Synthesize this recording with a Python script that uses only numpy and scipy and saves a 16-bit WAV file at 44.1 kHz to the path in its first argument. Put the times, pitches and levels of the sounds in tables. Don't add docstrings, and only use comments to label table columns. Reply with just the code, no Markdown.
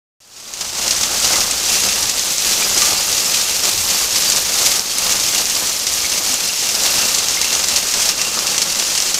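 import sys
import numpy as np
from scipy import signal
from scipy.fft import rfft, irfft
from scipy.io import wavfile
from scipy.ndimage import uniform_filter1d

SR = 44100
rng = np.random.default_rng(int(sys.argv[2]) if len(sys.argv) > 2 else 0)


def master(y):
    cut = np.clip(np.atleast_2d(y).T, -1, 1)
    pcm = np.round(cut * 32767)
    wavfile.write(sys.argv[1], SR, pcm.astype(np.int16))


N = 405279
TIME = np.arange(N) / SR


def undb(db):
    return 10 ** (np.asarray(db) / 20)


def unit(x):
    return x / np.sqrt(np.mean(x ** 2))


def gains(curve):
    times, *columns = np.transpose(curve)
    return [undb(np.interp(TIME, times, db)) for db in columns]


def decay(t60, size=16384):
    return np.exp(-np.log(1000) * TIME[:size] / t60)


def ring(hz, t60, size=16384):
    return np.sin(2 * np.pi * hz * TIME[:size]) * decay(t60, size)


def through(x, response):
    return signal.oaconvolve(x, response)[:N]


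def add(out, s, sound):
    start = int(np.clip(s * SR, 0, N - 1))
    out[start:start + len(sound)] += sound[:N - start]


def colour(spectrum, size=8192):
    hz, db = np.transpose(spectrum)
    bins = np.maximum(np.fft.rfftfreq(size, 1 / SR), 1)
    magnitude = undb(np.interp(np.log(bins), np.log(hz), db))
    cepstrum = irfft(np.log(magnitude))
    cepstrum[1:size // 2] *= 2
    cepstrum[size // 2 + 1:] = 0
    return irfft(np.exp(rfft(cepstrum)))


def impacts(per_s, spread_db):
    hits = rng.random(N) < per_s / SR
    sizes = undb(spread_db * np.minimum(rng.exponential(size=N), 5))
    return hits * sizes * rng.choice([-1, 1], N)


def yard(direct, t60, echo_db):
    tail = decay(t60) ** 2
    energy = np.abs(through(direct ** 2, tail / tail.sum()))
    return direct + undb(echo_db) * np.sqrt(energy) * rng.standard_normal(N)


# f/Hz, level/dB
ROOF_SPECTRUM = [(60, -26), (145, -12), (190, 1.5), (220, -1.5), (255, -4), (350, -2), (450, -1), (530, 2),
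                 (660, -1), (780, .5), (1000, -1.5), (1250, 0), (1750, -4.5), (2400, -18.5), (4000, -53.5)]
def roofs():
    blows = impacts(per_s=1100, spread_db=2.5)
    return unit(through(yard(blows, t60=0.11, echo_db=-3), colour(ROOF_SPECTRUM)))


# f/Hz, level/dB
PANEL_SPECTRUM = [(22, 3), (35, -22), (50, 8), (68, 5.5), (97, 1.5), (118, 4.5), (145, -9), (220, -32)]
def shed_boom():
    return unit(through(impacts(per_s=670, spread_db=3.0), colour(PANEL_SPECTRUM)))


# f/Hz, level/dB
SPLASH_SPECTRUM = [(4000, -43), (7500, 3), (9500, 6.5), (12200, 7), (14000, 5), (15500, -3)]
def spray():
    drops = impacts(per_s=8100, spread_db=5.0)
    return unit(through(yard(drops, t60=0.062, echo_db=-2.0), colour(SPLASH_SPECTRUM)))


# f/Hz, relative level/dB, t60/s
METAL_MODES = [(1210, -14.5, 0.055), (2110, -14, 0.039), (2440, -13, .06), (2728, -4.5, 0.04)]
def metal_tinkle():
    out = np.zeros(N)
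    for hz, db, t60 in METAL_MODES:
        blows = impacts(per_s=120, spread_db=2.5)
        out += undb(db) * unit(through(blows, ring(hz, t60)))
    return unit(out)


def flurries(per_s, t60, depth):
    showers = through(np.abs(impacts(per_s, spread_db=4.0)), decay(t60))
    return np.sqrt(1 + depth * np.abs(showers) / showers.mean())


# f/Hz, level/dB
ICE_SPECTRUM = [(700, -17), (1400, -17), (2100, -8), (2900, -5.5), (3700, -4.5), (4500, -1.5), (6200, 0.5),
                (7200, -2), (8500, -7), (10000, -12.5), (15500, -22.5)]
def patter():
    ticks = impacts(per_s=12000, spread_db=2.5) * flurries(per_s=160, t60=0.034, depth=0.84)
    return unit(through(yard(ticks, t60=0.044, echo_db=-3.5), colour(ICE_SPECTRUM)))


def crack(hz, cycles, size=1536):
    age = TIME[:size] * hz / cycles
    return age * np.exp(1 - age) * np.sin(2 * np.pi * hz * TIME[:size])


def pellets(mid_hz, octaves, cycles, spread_db, count):
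    out = np.zeros(N)
    for when, rank, up, length, down in rng.random((count, 5)):
        hz = np.clip(mid_hz * 2 ** (octaves * (up - down)), 800, 13000)
        db = -spread_db * np.log(max(rank, .02))
        add(out, when * N / SR, undb(db) * crack(hz, cycles * (.5 + length)))
    return out


# t/s, level/dB before trim, f/Hz, t60/s
PLATE_HITS = [(1.34, -19, 2050, 0.11), (1.36, -24, 1190, 0.12), (1.782, -22, 2750, 0.13),
              (2.625, -15, 2410, 0.07), (2.821, -20, 1190, 0.21), (3.771, -34.5, 90, 0.45),
              (5.36, -17, 2790, 0.072), (6.045, -19, 2210, 0.1), (6.301, -31.5, 260, .22),
              (6.495, -18, 2780, 0.082), (7.026, -20, 2690, .1), (7.372, -19, 2130, 0.11),
              (7.43, -19, 2130, .08), (7.445, -18, 2720, 0.093), (8.096, -24, 2750, 0.097),
              (8.196, -18.5, 2730, 0.12), (8.25, -19, 2770, .1)]
def pings(trim_db, detune, neighbour_db):
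    out = np.zeros(N)
    for s, db, hz, t60 in PLATE_HITS:
        up, down = detune * (.5 + rng.random(2))
        neighbours = ring(hz * (1 + up), t60 / 2) + ring(hz * (1 - down), t60 / 2)
        add(out, s, undb(db + trim_db) * (ring(hz, t60) + undb(neighbour_db) * neighbours))
    return out


# t/s, crack level/dB, f/Hz, splinter level/dB (levels before trim)
CLOSE_STONES = [(0.5375, 4, 6570, -9.5), (0.6095, 0, 6760, -6), (0.8791, -1, 6720, -10.5),
                (0.909, 1, 4800, -8), (1.0108, -6, 5930, -13), (1.032, -1.5, 6210, -11.5),
                (1.201, -2, 7430, -17.5), (1.245, -6, 5870, -8.5), (1.406, -5, 4830, -12),
                (1.5121, 5, 7360, -23), (1.754, -3, 5970, -15), (2.03, -3, 6350, -17),
                (2.095, -4, 6400, -11.5), (2.1952, 2, 6680, -14.5), (2.3825, 0, 6430, -16),
                (3.1788, -10, 6110, -12.5), (3.6537, -7, 6060, -11), (4.1597, 2, 4600, -27),
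                (4.3006, 9, 7400, -14), (4.3695, -1, 6270, -12.5), (4.795, 6, 5830, -20),
                (4.9841, 0, 9990, -12), (5.3473, -5, 6000, -11.5), (5.456, 3, 5870, -22),
                (5.498, 2, 6630, -23), (5.5535, 3, 5530, -27), (5.8685, -2.5, 5880, -12),
                (5.9384, 2.5, 7080, -23.5), (6.342, 5.5, 7460, -17), (6.752, 5, 5300, -17),
                (6.836, -3, 6320, -12), (6.94, -6, 5010, -15), (7.0804, -2.5, 6440, -31),
                (7.1478, -11, 6390, -12), (7.1835, -10, 4550, -10), (7.285, 0, 6130, -13.5),
                (7.4146, -6, 6580, -11), (7.4433, -8, 5350, -15), (7.5272, -8, 4560, -11),
                (7.5513, -4, 6270, -16), (7.684, -6, 5380, -8.5), (7.7614, -1, 5200, -8),
                (7.939, -5, 5870, -10.5), (8.091, 3.5, 5660, -10), (8.2155, 1, 5800, -14),
                (8.3907, 5, 5100, -24), (8.469, -5, 5240, -13.5), (8.5793, -6, 6310, -9),
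                (8.6176, -7, 5890, -7.5), (8.7974, -3, 5700, -12.5), (8.952, -4, 4970, -13),
                (8.9771, -4, 5640, -14.5), (9.0026, 3, 5640, -16.5), (9.023, -1, 6510, -16),
                (9.1443, -1, 5500, -10.5)]
def big_stones(crack_trim_db, splinter_trim_db, cycles, stretch, scatter_t60):
    out = np.zeros(N)
    splinters = unit(through(impacts(per_s=5100, spread_db=1), colour(ICE_SPECTRUM)))
    thinning = decay(scatter_t60)
    typical_db = np.median(np.array(CLOSE_STONES)[:, 3])
    for s, crack_db, hz, splinter_db in CLOSE_STONES:
        rise_cycles = cycles * undb(stretch * (splinter_db - typical_db))
        shower = thinning * np.roll(splinters, -int(s * SR))[:len(thinning)]
        add(out, s - rise_cycles / hz, undb(crack_db + crack_trim_db) * crack(hz, rise_cycles))
        add(out, s, undb(splinter_db + splinter_trim_db) * shower)
    return out


def clumps(spread_db, per_s=17):
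    hold = int(SR / per_s)
    steps = np.repeat(rng.standard_normal(N // hold + 1), hold)
    return undb(spread_db * unit(uniform_filter1d(steps, hold)[:N]))


def facing(s, width_s, lift_db):
    return undb(lift_db * np.exp(-((TIME - s) / width_s) ** 2))


# t/s, ground level/dB, roof level/dB (before the mix gains)
SQUALLS = [(0.9, -16, -27), (1.1, -19, -29.5), (1.34, -14, -25.0), (1.54, -19.5, -30), (1.76, -13.5, -26.5),
           (2.02, -18.7, -29), (2.44, -18.0, -33.5), (2.48, -16, -29), (3.92, -17, -29), (4.3, -16, -30),
           (4.44, -17.5, -29.5), (4.74, -14.5, -27.5), (4.84, -21.5, -33.5), (4.96, -17.0, -29),
           (5.98, -18.5, -32.0), (6.28, -16.5, -28), (6.56, -19, -34), (6.94, -15.5, -27.2),
           (7.26, -17.5, -30.2), (7.76, -17, -26.8), (7.86, -20, -31.5), (8.1, -15.5, -29.5),
           (8.14, -19.5, -29), (9.18, -17.0, -30.7)]
def scene():
    on_ground, on_roofs = gains(SQUALLS) * clumps(spread_db=0.91)
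    on_patio = on_ground * facing(s=4.3, width_s=3.5, lift_db=5.0)
    on_shed = on_roofs * clumps(spread_db=0.5) * undb(-0.5 * TIME)
    toward_shed = facing(s=7.9, width_s=0.9, lift_db=3.5)
    clacks = pellets(mid_hz=5400, octaves=0.73, cycles=0.88, spread_db=2.5, count=1100)
    ticks = pellets(mid_hz=6700, octaves=0.88, cycles=0.64, spread_db=1.5, count=350)
    snaps = pellets(mid_hz=7500, octaves=0.46, cycles=0.81, spread_db=0.5, count=55)
    clinks = pellets(mid_hz=5900, octaves=0.55, cycles=21, spread_db=2.5, count=400)
    ice = undb(-0.36) * patter() + undb(-1.5) * clacks + undb(5.0) * ticks + undb(8.8) * snaps
    ice += undb(-9) * clinks + undb(-20) * toward_shed * metal_tinkle()
    near = big_stones(crack_trim_db=-1.5, splinter_trim_db=0.5, cycles=1.3, stretch=0.52,
                      scatter_t60=0.072)
    near += pings(trim_db=0.5, detune=0.042, neighbour_db=-8.5)
    far = undb(-1.11) * on_roofs * clumps(spread_db=1.03) * roofs()
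    far += undb(-12) * on_shed * shed_boom()
    middle = on_ground * ice + undb(-15) * on_patio * spray()
    mix = far + middle + near
    return np.array([mix, mix])


# t/s, level/dB
FADE_UP = [(0.21, -31), (0.4, -22), (0.6, -10), (0.74, -7), (0.79, -4), (0.95, -0.5)]
def record(dry):
    start_s, ceiling, top_hz = 0.203, 0.93, 15600
    opening, = gains(FADE_UP)
    clipped = np.clip(dry * opening * (TIME > start_s), -ceiling, ceiling)
    lowpass = signal.firwin(401, top_hz, fs=SR)
    return signal.oaconvolve(clipped, lowpass[None], mode="same", axes=1)


dry = scene()
out = record(dry)
master(out)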